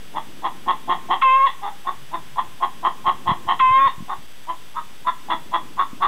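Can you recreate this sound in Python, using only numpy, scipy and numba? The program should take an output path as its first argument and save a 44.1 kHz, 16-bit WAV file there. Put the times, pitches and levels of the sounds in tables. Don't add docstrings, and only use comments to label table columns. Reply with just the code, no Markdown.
import sys
import numpy as np
from scipy import signal
from scipy.io import wavfile
from scipy.ndimage import uniform_filter1d, minimum_filter1d
from numba import njit

SR = 44100
rng = np.random.default_rng(int(sys.argv[2]) if len(sys.argv) > 2 else 0)


def master(y):
    cut = np.clip(np.atleast_2d(y).T, -1, 1)
    pcm = np.round(cut * 32767)
    wavfile.write(sys.argv[1], SR, pcm.astype(np.int16))


def amplitude_ratio(level_db):
    exponent = np.asarray(level_db, float) / 20
    return 10 ** exponent


N = 267687


def level(x, db):
    return x * amplitude_ratio(db) / np.sqrt(np.mean(x ** 2))


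@njit
def svf(x, hz, width):
    y, band, low = np.empty(len(x)), 0., 0.
    for i in range(len(x)):
        g, k = np.tan(np.pi * hz[i] / SR), width / hz[i]
        v = (band + g * (x[i] - low)) / (1 + g * (g + k))
        band, low, y[i] = 2 * v - band, low + 2 * g * v, k * v
    return y


def ring(x, hz, width_hz):
    hz = hz * np.ones(N)
    for _ in range(3):
        x = svf(x, hz, 1. * width_hz)
    return x


def walk(rate):
    k = int(SR / rate)
    held = np.repeat(rng.standard_normal(N // k + 1), k)
    return 1.3 * uniform_filter1d(uniform_filter1d(held, k), k)[:N]


# f/Hz, spectral level/dB per Hz
HUM_SPECTRUM = [(24, -31), (40, -3.5), (70, -28), (145, -18.5), (560, -31), (693, -15.5), (793, -26),
                (1260, -28), (1410, -36), (1560, -21.5), (1890, -35.5), (3430, -23.5), (4000, -26.5),
                (5200, -58), (8800, -120)]
# t/s, level/dB
BREEZE_LEVEL = [(0, -48.5), (1.06, -43), (1.3, -49.5), (1.45, -59.5), (2.1, -50), (3.03, -47), (3.5, -42.5),
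                (3.9, -50.5), (4.5, -56), (5.07, -52.5), (5.4, -44.5), (6.07, -45.5)]


def garden():
    hum, swell = 0, walk(0.31)
    hzs, dbs = np.transpose(HUM_SPECTRUM)
    for hz in 50 * 2 ** np.arange(0, 6.5, .5):
        density_db = np.interp(np.log(hz), np.log(hzs), dbs)
        db = density_db + 10 * np.log10(hz) + 1.7 * swell + 0.5 * walk(6.7)
        hum = hum + amplitude_ratio(db) * level(svf(rng.standard_normal(N), hz * np.ones(N), hz / 3), 0)
    breeze_db = np.interp(np.arange(N) / SR, *np.transpose(BREEZE_LEVEL)) + 1.8 * walk(25)
    breeze = level(ring(rng.standard_normal(N), 210, 360), 0)
    return level(hum, -51) + amplitude_ratio(breeze_db - 2) * breeze


def controls(calls, size):
    t = np.arange(N) / SR
    s, *columns = np.transpose(sorted(row for call in calls for row in call))
    gate = sum((t >= call[0][0]) & (t <= call[-1][0]) for call in calls) > 0
    return [np.interp(t, s, c) for c in columns], uniform_filter1d(1. 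* gate, size=size)


@njit
def beat(hz, rough, weak, chance, jitter, shimmer):
    pulses, p, k = np.zeros(len(hz) + 1), 0., 0
    for i in range(len(hz)):
        step = hz[i] * (1 + jitter * rough[i] * chance[k, 0]) / SR
        p += step
        if p >= 1:
            p, k = p - 1, k + 1
            size = (1 - weak[i] * (k % 2)) * np.exp(shimmer * rough[i] * chance[k, 1])
            pulses[i] += size * p / step
            pulses[i + 1] += size * (1 - p / step)
    return pulses[:-1]


def even(x):
    return x / np.sqrt(uniform_filter1d(x ** 2, size=700) + 1e-9)


def cluck_shape(s, db, hold_s, hz, chest_db):
    end, haste = s + hold_s, 1.2 - 9 * hold_s
    chesty_db = chest_db + 5
    lead_bright_db, rise = -6, 0.94
    tail_bright_db, sag = 4, .95
    return [(s - .025 * haste, db - 20.5, hz, chesty_db, lead_bright_db, rise),
            (s - .013 * haste, db - 15, hz, chesty_db, lead_bright_db, rise),
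            (s, db, hz, chest_db, 0, 1),
            (end, db + 1.5, hz, chest_db, 0, 1),
            (end + .012, db - 8.5, hz, chest_db + 2.5, tail_bright_db / 2, 1),
            (end + .062, db - 30, hz, chesty_db, tail_bright_db, sag)]


# full voice from t/s, level/dB, hold/s, f/Hz, chest level/dB
CLUCK_EVENTS = [(.164, -22.5, 0.019, 313.7, -3), (0.447, -19.5, 0.023, 358.4, -5.5),
                (0.686, -15, .025, 360.5, -7), (.901, -12, 0.023, 363.2, -5),
                (1.112, -13, 0.024, 368.6, -5), (1.633, -27.5, 0.053, 411.8, -1),
                (1.874, -21.5, 0.019, 357.4, -7), (2.142, -21, .01, 337.7, -5.5),
                (2.386, -16.5, .01, 355.6, -15), (2.629, -15.5, 0.016, 356.5, -10),
                (2.851, -14, .023, 353.9, -8), (3.067, -13.5, .028, 361.3, -8.5),
                (3.277, -15.5, 0.039, 360.2, -6.5), (3.489, -16, .033, 361.2, -8),
                (4.097, -26, .036, 384.8, -6.5), (4.493, -22, 0.017, 334.7, -9),
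                (4.767, -24.5, 0.023, 317.9, -12.5), (5.074, -16, 0.019, 342.4, -13.5),
                (5.305, -18, .031, 337.4, -4), (5.542, -15, 0.018, 339.8, -8),
                (5.795, -14.5, 0.021, 365.7, -14), (6.026, -14.5, 0.031, 375.2, -9)]
VOICE_QUALITY = [(0, .55, .55), (.6, .7, .3), (1.2, .4, .75), (1.6, .5, .45), (2.1, .3, .3), (2.3, .5, .4),
                 (3.0, .65, .35), (3.58, .4, .75), (4.05, .45, .5), (4.4, .25, .3), (5.25, .5, .45)]
# t/s, f/Hz, brightness/dB, throat tuning ratio
BEAK_GAPE = [(.17, 3366, 1, 0.98), (.9, 3287, 0.5, 1.008), (1.13, 3226, 3, .99), (1.66, 3500, 0.5, 1.018),
             (2.15, 3557, -1.5, .99), (2.4, 3354, -3, 0.98), (2.86, 3167, -1.5, 1.01), (3.3, 3288, 1, 1),
             (3.5, 3130, 4, 0.98), (3.88, 3650, -1, 1.017), (4.12, 3560, -1.5, 0.99),
             (4.5, 3145, -3.5, 0.99), (4.78, 3566, -4.5, 1.07), (5.09, 3540, -1.5, 1.04),
             (5.32, 3442, 5, 1.013), (5.56, 3390, 1, 1.01), (5.81, 3530, -2.5, 1.05),
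             (6.04, 3504, 0.5, 1.053)]
# f/Hz, width/Hz, level/dB
CHEST_MODES = [(304, 300, -10.5), (719.7, 160, -6), (903.6, 300, 10)]
THROAT_MODES = [(1027.8, 340, 5), (1372, 240, -16.5)]
BESIDE_BEAK_MODES = [(2789, 280, -9), (3960, 490, -11.5)]
# t/s from the edge, level/dB; then f/Hz, chest level/dB, brightness/dB
CRACK_IN, CRACK_IN_VOICE = [(-.013, -33.5), (-.007, -28.5), (.009, -31)], (400, -8, 17)
CRACK_OUT, CRACK_OUT_VOICE = [(.002, -36), (.017, -28), (.085, -50)], (367, -2.7, 16)


def clucks():
    calls = [cluck_shape(*row) for row in CLUCK_EVENTS]
    for call in SQUAWK_CALLS:
        for edge, shape, voice in ((call[0][0], CRACK_IN, CRACK_IN_VOICE), (call[-1][0], CRACK_OUT, CRACK_OUT_VOICE)):
            calls.append([(edge + s, db, *voice, 1) for s, db in shape])
    (db, pitch_hz, chest_db, air_db, arch), gate = controls(calls, size=300)
    (beak_hz, gape_db, tuning), _ = controls([BEAK_GAPE], size=1)
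    middle_db = -18.5 + air_db + 0.77 * gape_db
    beak_db = -18.5 + air_db + gape_db

    s, *quality = np.transpose(VOICE_QUALITY)
    now = np.searchsorted(s, np.arange(N) / SR, side="right") - 1
    weak, rough = (q[now] for q in quality)
    chance = np.clip(rng.standard_normal((4000, 2)), -2, 2)
    pulses = level(beat(pitch_hz * arch, rough, weak, chance, .12, .7), 0)
    breath = rough * rng.standard_normal(N)

    low = pulses + 1.4 * breath
    high = pulses + 4. * breath
    shift = arch ** 1.5 * tuning
    chest = even(sum(amplitude_ratio(g) * ring(low, hz * shift, w) for hz, w, g in CHEST_MODES))
    throat = even(sum(amplitude_ratio(g) * ring(low, hz * shift, w) for hz, w, g in THROAT_MODES))
    middle = even(ring(pulses + 2.7 * breath, 1920, 330))
    beside = sum(amplitude_ratio(g) * ring(high, hz, w) for hz, w, g in BESIDE_BEAK_MODES)
    beak = even(ring(high, beak_hz, 380) + beside)

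    body = np.sqrt(1 - np.minimum(amplitude_ratio(chest_db), .95) ** 2) * throat + amplitude_ratio(chest_db) * chest
    voice = body + amplitude_ratio(middle_db) * middle + amplitude_ratio(beak_db) * beak
    depth = 0.7 * (air_db < 8) * np.clip((3446 - beak_hz) / 120, 0, 1)
    dip = depth * svf(voice, 1499 * np.ones(N), 320.)
    return gate * amplitude_ratio(db) * (voice - dip)


@njit
def walls(x, lags, gain, damp):
    line, soft, out = np.zeros((8, 4096)), np.zeros(8), np.zeros(len(x))
    for i in range(len(x)):
        total = 0.
        for k in range(8):
            soft[k] += (1 - damp) * (gain[k] * line[k, (i - lags[k]) & 4095] - soft[k])
            total += soft[k]
        out[i] = soft[::2].sum() - soft[1::2].sum()
        for k in range(8):
            line[k, i & 4095] = x[i] + soft[k] - total / 4
    return out


def coop(hen):
    slap_s, slap_db, t60_s, damp, tail_db = .021, -15, .38, .12, -22
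    lag = int(slap_s * SR)
    near = hen.copy()
    near[lag:] += amplitude_ratio(slap_db) * hen[:-lag]
    lags = np.array([613, 907, 1213, 1531, 1871, 2251, 2659, 3109])
    tail = walls(near + 1e-18, lags, amplitude_ratio(-60 * lags / SR / t60_s), damp)
    return near + amplitude_ratio(tail_db) * tail


# t/s, peak level/dB, f/Hz
WIND_POPS = [(0.672, -27, 306), (0.893, -25.5, 286), (0.955, -39.5, 225), (1.095, -25, 306),
             (3.077, -27, 175), (3.147, -44, 127), (3.27, -31.5, 115.7), (3.291, -19.5, 187.4),
             (3.315, -16, 156.4), (3.466, -36, 120), (3.601, -35, 253), (3.632, -40, 145.5),
             (3.688, -38, 111.3), (3.706, -27, 112), (3.861, -28.5, 130), (3.98, -29.5, 160.6),
             (4.005, -25.5, 193), (4.024, -26.5, 207.6), (4.183, -39, 132), (5.343, -30, 262),
             (5.771, -40.5, 191), (5.931, -27, 240.5)]


def pops():
    out, t = np.zeros(N + 2000), np.arange(2000) / SR
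    for s, db, hz in WIND_POPS:
        i = int(s * SR)
        out[i:i + 2000] += amplitude_ratio(db) * np.sin(2 * np.pi * hz * t) * np.exp(-(t * hz / 1.3) ** 2)
    return out[:N]


# t/s, f/Hz, level/dB, brightness/dB, ring of fourth and seventh harmonic/dB
SQUAWK_CALLS = [
    [(1.228, 533.5, -11, -4, -2), (1.25, 528.3, -11.5, 0.5, -6.5), (1.29, 520.8, -12.5, 4, 0),
     (1.35, 529.8, -12, 2.5, -0.5), (1.375, 535.3, -12.5, -11.5, -13.5), (1.43, 538.8, -12, -10, -7),
     (1.457, 557, -14, -13.5, -9)],
    [(3.606, 526.4, -13.5, -2, -1.5), (3.626, 518.4, -11.5, -4.5, -7), (3.7, 517, -13, -1.5, -4),
     (3.74, 529.3, -14.5, -11, 0), (3.762, 531.9, -11, -11, 3), (3.79, 533.5, -10.5, -16.5, -9),
     (3.815, 544.3, -13.5, -26, -18), (3.84, 544.4, -16, -19.5, -7.5), (3.86, 552.3, -11, -20.5, -13.5)],
]
# t/s from the edge, pitch ratio, level/dB, brightness/dB
LOCKING_IN = [(-.013, 1.09, -30.5, 9), (-.0075, 1.33, -7, 4), (-.004, 1.015, -1.5, 5.5)]
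# t/s from the edge, pitch ratio, level/dB, brightness/dB
BREAKING_OFF = [(.009, 0.96, -2, 4), (.018, .9, -1.6, -2), (.023, .87, -18.5, -7.5)]
# multiple of the pitch, level/dB
UPPER_PARTIALS = [(4, 4), (6, -4), (7, -14)]
BEAK_PARTIALS = [(5, -1.5)]
HALF_PARTIALS = [(.5, -14.5), (1.5, -17.5), (2.5, -5), (3.5, -1.5), (4.5, -10.5), (5.5, -17.5), (6.5, -8.5)]


def squawk_edge(row, shape):
    s, hz, db, bright_db, ring_db = row
    return [(s + ds, hz * ratio, db + rel_db, bright_db + air, ring_db + air) for ds, ratio, rel_db, air in shape]


def squawks():
    t = np.arange(N) / SR
    calls = [squawk_edge(c[0], LOCKING_IN) + c + squawk_edge(c[-1], BREAKING_OFF) for c in SQUAWK_CALLS]
    (hz, db, bright_db, ring_db), gate = controls(calls, size=60)
    upper_db, beak_db = -19 + ring_db, -17 + bright_db
    half_db = -37.5 + np.interp(t, (3.765, 3.805), (0, 20.5))
    low_db = db - 25
    for call, lag_s, start_db in zip(SQUAWK_CALLS, (0.018, .14), (-26, -14.5)):
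        low_db = low_db + start_db * np.exp(-((t - call[0][0]) / lag_s) ** 4)
    phase = 2 * np.pi * np.cumsum(hz * (1 + 0.0023 * walk(150))) / SR

    def stack(rows):
        total = 0
        for k, g in rows:
            start = 2 * np.pi * rng.random()
            total = total + amplitude_ratio(g + 2.0 * walk(60)) * np.sin(round(2 * k) / 2 * phase + start)
        return total

    beak_rasp = level(ring(rng.standard_normal(N), 6.3 * hz, 1500), -24)
    rasp = level(ring(rng.standard_normal(N), 2 * hz, 1100), -32)
    main = np.sin(2 * phase) + stack([(3, -25)]) + rasp
    upper = amplitude_ratio(upper_db) * stack(UPPER_PARTIALS)
    beak = amplitude_ratio(beak_db) * (stack(BEAK_PARTIALS) + beak_rasp)
    halves = amplitude_ratio(half_db) * stack(HALF_PARTIALS)
    voice = amplitude_ratio(db) * (main + upper + beak + halves) + amplitude_ratio(low_db) * np.sin(phase)
    return np.sqrt(2) * gate * voice


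def drone():
    centre_s, length_s = 2.2, .45
    swell = np.exp(-((np.arange(N) / SR - centre_s) / length_s) ** 2)
    return swell * level(ring(rng.standard_normal(N), 138.4, 40), -54)


def scene():
    hen = clucks() + squawks()
    return (coop(hen) + pops() + garden() + drone())[None]


def roll_off(x):
    return signal.sosfilt(signal.butter(12, 15710, fs=SR, output="sos"), x)


def record(dry):
    ceiling, steps, offset_steps, rounding = .43, 128, -3.72, .04
    peak = uniform_filter1d(-minimum_filter1d(-np.abs(dry[0]), size=400), size=200)
    soft = dry[0] * np.minimum(1, ceiling / peak)
    stored = np.round(signal.resample_poly(soft, 80, 441) * steps + offset_steps)
    smooth = signal.resample_poly(stored, 441, 160, padtype="mean")
    held = np.repeat(np.floor(smooth + rounding) / steps, 2)[None, :N]
    low_pass = signal.ellip(12, .1, 85, 15720, fs=SR, output="sos")
    held = signal.sosfilt(low_pass, held)
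    return roll_off(held)


dry = scene()
out = record(dry)
master(out)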